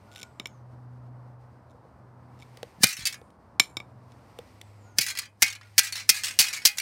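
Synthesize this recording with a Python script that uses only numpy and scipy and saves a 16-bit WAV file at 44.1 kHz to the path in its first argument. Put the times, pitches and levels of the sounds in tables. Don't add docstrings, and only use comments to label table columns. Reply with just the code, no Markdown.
import sys
import numpy as np
from scipy import signal
from scipy.io import wavfile
from scipy.ndimage import uniform_filter1d, minimum_filter1d

SR = 44100
rng = np.random.default_rng(int(sys.argv[2]) if len(sys.argv) > 2 else 0)


def generate_wav(sig):
    pcm = np.round(np.clip(np.atleast_2d(sig).T, -1, 1) * 32767).astype(np.int16)
    wavfile.write(sys.argv[1], SR, pcm)


N = 300321
T = np.arange(N) / SR
AGE = np.arange(SR // 2) / SR

# frequency in Hz, relative density in dB per Hz.
SHARD = [(200, -45.5), (600, -23), (1000, -11.5), (1400, -7), (1700, -2.5), (2300, 0.5), (3400, -2.5),
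         (4400, 2), (6200, 0.5), (9000, -1.5), (16000, -10)]
# frequency in Hz, relative density in dB per Hz.
TURF = [(30, -26.5), (110, 1.5), (230, -1), (400, -3), (540, -5.5), (800, -9), (1300, -7.5), (3000, -32.5),
        (16000, -78.5)]


def amp(db):
    return 10 ** (np.asarray(db) / 20)


def evened(x):
    return x / np.sqrt(np.mean(x ** 2) + 1e-20)


def read(points, hz):
    f, value = np.transpose(points)
    return np.interp(np.log(hz + 1), np.log(f + 1), value)


def add(mix, s, sound):
    part = mix[max(round(s * SR), 0):][:len(sound)]
    part += sound[:len(part)]


def colour(x, points, tilt_db=0, peak_hz=1000, peak_db=0, size=4096):
    hz = abs(np.fft.fftfreq(size, 1 / SR)) + 1
    db = read(points, hz) + tilt_db * np.log2(np.maximum(hz, 1000) / 4000)
    db += peak_db / (1 + ((hz - peak_hz) / 170) ** 2)
    response = np.exp(np.conj(signal.hilbert(np.log(amp(db)))))
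    taps = np.fft.ifft(response).real[:size // 2]
    return signal.fftconvolve(x, taps / np.linalg.norm(taps))[:len(x)]


def drift(count, rate):
    knots = rng.standard_normal(4096)
    return np.interp(np.arange(count) * rate / SR, np.arange(len(knots)), knots)


def ring(modes, size=SR // 2):
    t = AGE[:size]
    out = np.zeros(len(t))
    for hz, db, t60 in modes:
        decay = np.exp(-np.log(1000) * t / t60)
        out += amp(db) * decay * np.sin(2 * np.pi * (hz * t + rng.random()))
    return out


def crackle(hold, t60, grain_db):
    unevenness = np.clip(drift(len(AGE), 2200) + 0.75 * drift(len(AGE), 350), -2, 2)
    grains = evened(amp(grain_db * unevenness)) * rng.standard_normal(len(AGE))
    return grains * amp(-60 * np.maximum(AGE - hold, 0) / t60)


def push(hz, rise):
    u = AGE / rise
    phase = 2 * np.pi * np.cumsum(hz * (1 + np.exp(-2 * u))) / SR
    return u * np.exp(1 - u) * np.sin(phase)


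def touches(length, gap, scatter_db, count=16):
    late, chance = rng.uniform(-1, 1, count), rng.standard_normal(count)
    late[0] = chance[0] = 0
    delay = gap * (np.arange(count) + 0.27 * late)
    return np.transpose([delay, scatter_db * chance])[delay <= length]


def swells(rows, rest_db):
    power = amp(rest_db) ** 2
    for s, half, db in rows:
        power = power + (amp(db) * np.exp(-((T - s) / half) ** 2)) ** 2
    return np.sqrt(power)


def background():
    # frequency in Hz, relative density in dB per Hz.
    traffic_spectrum = [(20, -31.5), (40, -18.5), (65, -1.5), (90, 1), (150, -5), (220, -4), (400, -11.5),
                        (600, -9), (1000, -10), (1400, -17.5), (1900, -26.5), (2500, -49), (4000, -55.5),
                        (16000, -76)]
    # time in seconds, level in dB.
    traffic_level = [(0, -55), (4.0, -55.5), (4.9, -56), (5.4, -64), (6.81, -57)]
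    # frequency in Hz, relative density in dB per Hz.
    rustle_spectrum = [(1180, -25.5), (2000, -4), (3400, -15), (4860, -12), (7120, -20.5), (8930, -17.5),
                       (11000, -27), (13400, -22), (16000, -39.5)]
    # time of the height in seconds, half-length in seconds, level in dB.
    rustle_rows = [(.1, 0.37, -70), (2.65, .3, -65), (4.5, .45, -66), (5.72, .15, -64.5), (6.6, .5, -54.5)]
    # time of the height in seconds, half-length in seconds, dB.
    upper_rows = [(.99, .55, -45), (2.33, .35, -51.5), (3.05, .2, -58), (3.97, .3, -53)]
    # time of the height in seconds, half-length in seconds, dB.
    lower_rows = [(.05, 0.17, -57), (4.0, .25, -58), (4.82, 0.29, -51), (5.8, 0.53, -55)]
    upper_hz, lower_hz, drone_rest_db = 123.2, 102.6, -73
    rustle_rest_db = -77

    traffic_db = np.interp(T, *np.transpose(traffic_level)) + 0.9 * drift(N, 8)
    traffic = colour(rng.standard_normal(N), traffic_spectrum) * amp(traffic_db)
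    rustle = colour(rng.standard_normal(N), rustle_spectrum) * swells(rustle_rows, rustle_rest_db)
    rustle *= amp(1.2 * drift(N, 29))
    upper = 2 * np.pi * upper_hz * T + 0.23 * drift(N, 1.4)
    lower = 2 * np.pi * lower_hz * T + 0.3 * drift(N, 4)
    drones = swells(upper_rows, drone_rest_db) * (np.sin(upper) + amp(-19.0) * np.sin(2 * upper))
    drones += swells(lower_rows, drone_rest_db) * np.sin(lower)
    return traffic + rustle + np.sqrt(2) * drones


def bird():
    # seconds from its start, pitch in Hz, level in dB.
    whistle = [(0, 7900, -113), (.13, 8050, -72), (.25, 7800, -80), (0.339, 6800, -66.5),
               (.43, 6340, -72.5), (0.482, 6000, -82.5)]
    whistle_starts = [0.12, 4.52]
    # start in seconds, length in seconds, top pitch in Hz, relative level in dB.
    far_calls = [(.05, 0.27, 1476, -54.5), (4.809, 0.19, 1434, -62), (5.549, 0.176, 1420, -61)]
    out = np.zeros(N)
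    s, hz, db = np.transpose(whistle)
    for start in whistle_starts:
        pitch = np.interp(AGE, s, hz) * (1 + .04 * drift(len(AGE), 630))
        add(out, start, amp(np.interp(AGE, s, db)) * np.sin(2 * np.pi * np.cumsum(pitch) / SR))
    for start, length, top_hz, call_db in far_calls:
        arch = np.sin(np.linspace(0, np.pi, round(length * SR)))
        pitch = top_hz * (1 - 0.0715 * (1 - arch) + 0.022 * drift(len(arch), 220))
        level = amp(call_db - 1.5 + 4 * drift(len(arch), 28)) * arch
        add(out, start, level * np.sin(2 * np.pi * np.cumsum(pitch) / SR))
    return out


def clink(db, push_db, tilt_db, free):
    # frequency in Hz, relative level in dB, t60 in seconds ringing free.
    rod = [(1174, -23, .07), (2262, 0, .05), (2340, -11, .05), (3677, 2.5, .032), (3978, -6, .017),
           (5367, -3, .055), (7190, -7, .028), (7320, -7, .046), (9480, -13, .032), (11780, -18, .035),
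           (14310, -18, .025)]
    # frequency in Hz, relative density in dB per Hz.
    contact_spectrum = [(100, -34), (500, -20.5), (1200, -12.5), (1500, -13), (2000, -8), (3500, -2.5),
                        (5000, -13.5), (6100, -9.5), (8000, -16.5), (11000, -20), (16000, -35.5)]
    modes = ring([(hz, level + tilt_db * np.log2(hz / 4500), t60 * free) for hz, level, t60 in rod])
    contact_s = 0.0012 + 0.0031 * amp(db)
    contact = colour(crackle(contact_s, .011, grain_db=0), contact_spectrum, tilt_db / 2)
    hand = push(260, rise=0.0016) + amp(-2) * colour(crackle(0.0016, 0.051, grain_db=1.5), TURF)
    ringing = amp(-4 + .15 * db) * modes
    return amp(db) * (ringing + amp(-7.5) * contact + amp(push_db) * hand)


def clinks():
    # time in seconds, relative level in dB, dull push of the hand in dB
    # relative to the clink, treble tilt in dB per octave.
    single_clinks = [(0.16, -33.5, -31, 1.5), (.2302, -26.5, -22.5, -0.5), (0.3981, -25.5, -14, -5),
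                     (0.4571, -24.5, -23, -5), (0.4704, -39, -25, 10), (2.423, -44.5, -16.5, -12),
                     (3.5976, -1.5, -24.5, 0), (3.769, -21, -16, -1.5), (3.802, -36, -13, -12),
                     (4.12, -50.5, -19, 1)]
    # start in seconds, length in seconds, relative level of first touch in dB.
    chatter_rows = [(0.116, .105, -48.5), (1.698, .02, -62.5), (2.391, .045, -53.5)]
    # time in seconds, factor on the rod's t60.
    grip = [(.4, 0.5), (2.5, .8)]
    gap_s, scatter_db, rise_db_per_s = 0.008, 1, 109
    push_db, tilt_db = -20.5, 3.5
    chatter = []
    for s, length, db in chatter_rows:
        for delay, chance_db in touches(length, gap_s, scatter_db):
            chatter.append((s + delay, db + rise_db_per_s * delay + chance_db, push_db, tilt_db))
    out = np.zeros(N)
    for s, db, hand_db, treble_db in chatter + single_clinks:
        add(out, s, clink(db, hand_db, treble_db, free=np.interp(s, *np.transpose(grip))))
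    return out


def handling():
    # time in seconds, click in dB, hollow note in dB.
    knocks = [(1.745, -96, -49.5), (1.851, -92, -50.5), (2.572, -40.5, -50), (2.63, -34, -34),
              (3.215, -59, -46), (3.304, -56.5, -83), (4.388, -38, -34.5), (4.614, -36.5, -60)]
    # time in seconds, level in dB, pitch it sags towards in Hz.
    bumps = [(2.785, -41, 148), (2.807, -33, 156), (2.989, -31, 141), (3.013, -34, 70.5), (3.034, -33, 70)]
    # frequency in Hz, relative density in dB per Hz.
    tick = [(40, -20.5), (300, -5.5), (1200, -2.5), (3500, 9), (6000, -3), (11000, -8.5), (16000, -13.5)]
    out = np.zeros(N)
    for s, click_db, note_db in knocks:
        add(out, s, amp(click_db) * colour(crackle(0.00057, 0.012, grain_db=0), tick))
        note = ring([(480, 5.5, 0.038), (597.3, -5.5, 0.035), (826, -8, .03)])
        add(out, s + 0.0011, amp(note_db) * note)
    for s, db, hz in bumps:
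        add(out, s, amp(db) * push(hz, rise=0.0023))
    return out


def fragment(x, ring_t60, scatter_db, count):
    draws = rng.random((count, 3))
    hz = 1000 * 16 ** (((np.arange(count) + draws[:, 0]) / count) ** .7)
    db = read(SHARD, hz) + 3 * np.log2(hz / 1000) + scatter_db * draws[:, 1]
    t60 = ring_t60 * (.5 + draws[:, 2]) * (3000 / hz) ** 0.96
    body = ring(np.transpose([hz, db, t60]), size=round(ring_t60 * SR))
    return signal.fftconvolve(x, body / np.linalg.norm(body))[:len(x)]


def case_ring(x, modes_db):
    # frequency in Hz, relative level in dB.
    shell_notes = [(815, -11), (1130, -9), (1280, -7), (1600, -5), (1740, -7), (1970, -2), (2110, -3),
                   (2230, -2), (2440, -3), (2510, -2), (2727, -6), (3306, -5), (4336, -5), (4873, -5)]
    body = ring([(hz, db, .22 * np.sqrt(2000 / hz)) for hz, db in shell_notes])
    return amp(modes_db) * signal.fftconvolve(x, body / np.linalg.norm(body))[:N]


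def blows():
    # time in seconds, crack level in dB, time of splitting in seconds,
    # decay t60 in seconds, treble tilt in dB per octave, note of the struck panel in Hz,
    # relative thud level in dB, pitch the thud sags towards in Hz.
    blow_rows = [(2.834, 1, 0.0097, .026, -2, 1620, -14, 175),
                 (4.985, -4, 0.0042, 0.015, -1, 1560, -29.5, 120),
                 (5.421, -9, 0.0054, 0.045, -2, 2210, -32.5, 236),
                 (5.780, -6.5, 0.014, 0.035, -1.5, 2400, -35.5, 187),
                 (6.092, -0.5, 0.0074, 0.032, -.5, 5200, -33, 194),
                 (6.3896, -6, 0.004, 0.11, -1, 4540, -34.5, 212),
                 (6.652, 0.5, 0.0061, 0.07, -0.5, 4900, -34.5, 291)]
    # frequency in Hz, relative density in dB per Hz.
    crack_spectrum = [(100, -47), (480, -40.5), (800, -15), (1050, -21.5), (1600, -8.5), (2400, -3.5),
                      (3400, -5), (5100, 2.5), (7000, -1.5), (10000, -3), (13000, -5.5), (16000, -8)]
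    out, shaking = np.zeros((2, N))
    lead = AGE[:SR // 20]
    for s, db, hold, t60, tilt_db, panel_hz, thud_db, thud_hz in blow_rows:
        burst = crackle(hold, t60, grain_db=4.5)
        crack = amp(db) * colour(burst, crack_spectrum, tilt_db, panel_hz, peak_db=4.5)
        add(out, s, crack + amp(-14.5) * fragment(crack, ring_t60=0.13, scatter_db=6.5, count=200))
        add(shaking, s, crack)
        crunch = colour(crackle(0.0032, 0.045, grain_db=0.5), TURF)
        thump = amp(-4.5) * push(thud_hz, rise=0.0055)
        add(out, s + .002, amp(thud_db) * (thump + amp(4 + 0.15 * thud_db) * crunch))
        whistle = np.sin(2 * np.pi * 1720 * lead + drift(len(lead), 120))
        air = amp(2.5) * colour(rng.standard_normal(len(lead)), crack_spectrum)
        swish_db = thud_db - 13.5 - 60 * lead[::-1] / 0.049
        add(out, s - lead[-1], (whistle + air) * amp(swish_db))
    return out + case_ring(shaking, modes_db=-16.5)


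def rattles():
    # time in seconds, relative level of the landing in dB, length of the tumble in
    # seconds (0 for a single contact), decay t60 of a contact in seconds.
    tumbles = [(2.8684, -4, .07, 0.096), (2.967, -18.5, .07, .14), (3.0538, -7, 0, 0.12),
               (3.0705, -6, 0, 0.049), (3.1258, -23, .03, 0.051), (5.0072, -7, 0, 0.14),
               (5.064, -14, .05, 0.093), (5.1519, -22.5, 0, 0.055), (5.1727, -21, .1, 0.069),
               (5.1879, -10, 0, 0.031), (5.4624, -16.5, .05, 0.06), (5.526, -22.5, 0, 0.041),
               (5.5512, -27.5, 0, 0.055), (5.6112, -38, .07, 0.036), (5.8324, -13, .045, 0.11),
               (5.923, -17, 0, .085), (5.954, -21, .05, 0.16), (6.1436, -16.5, .03, 0.19),
               (6.235, -17.5, 0, 0.3), (6.2444, -15, .07, 0.048), (6.4222, -12.5, .095, 0.11),
               (6.5291, -20, 0, 0.12), (6.542, -19.5, .03, .11), (6.6184, -30.5, 0, 0.097),
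               (6.6687, 2, 0, 0.032), (6.7719, -16.5, 0, 0.046), (6.784, -8.5, .03, 0.031)]
    bounce_s, loss_db_per_s, scatter_db = .02, 152, 1
    out = np.zeros(N)
    for s, landing_db, length, t60 in tumbles:
        for delay, chance_db in touches(length, bounce_s, scatter_db):
            db = landing_db - loss_db_per_s * delay + chance_db
            tilt_db = 3 + 0.2669 * db
            snap = amp(db - 13.0) * colour(crackle(0.0014, t60, grain_db=3), SHARD, tilt_db)
            piece = fragment(snap, ring_t60=0.065, scatter_db=20.0, count=45)
            add(out, s + delay, snap + amp(-3.0) * piece)
    return out + case_ring(out, modes_db=-21.5)


def garden(x, wet_db, near_db):
    # frequency in Hz, t60 in seconds.
    echo_decay = [(200, .2), (1000, 0.92), (2200, 0.35), (5000, 0.15), (9000, 0.79), (16000, .27)]
    taps = rng.standard_normal(len(AGE)) * (rng.random(len(AGE)) < .06)
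    hz, t, z = signal.stft(taps, SR, nperseg=256)
    fade = amp(-60 * t / read(echo_decay, hz)[:, None]) * np.minimum(t / .02, 1)
    tail = signal.istft(z * fade, SR, nperseg=256)[1]
    tail *= amp(wet_db) / np.linalg.norm(tail)
    early = taps * (AGE > .008) * amp(-60 * AGE / 0.15)
    add(tail, 0, amp(near_db) * early / np.linalg.norm(early))
    return signal.fftconvolve(x, tail)[:N]


def scene():
    near = clinks() + handling() + blows() + rattles()
    return (background() + bird() + near + garden(near, wet_db=-40.5, near_db=-22.5))[None]


def record(dry, threshold_db=-0.5, recovery_db=50):
    x = signal.sosfilt(signal.butter(2, 45, "highpass", fs=SR, output="sos"), dry)
    peak = -minimum_filter1d(-abs(x[0]), size=90)
    peak_db = 20 * np.log10(1e-6 + peak)
    fall = T * recovery_db
    held_db = np.maximum.accumulate(peak_db + fall) - fall
    over_db = np.maximum(held_db - threshold_db, 0)
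    ducked = x / amp(0.76 * uniform_filter1d(over_db, 90))
    rounded = .88 * np.tanh(ducked / .88)
    lowpass = signal.firwin(255, 16200, window=("kaiser", 8), fs=SR)
    return signal.oaconvolve(rounded, lowpass[None], "same")


dry = scene()
out = record(dry)
generate_wav(out)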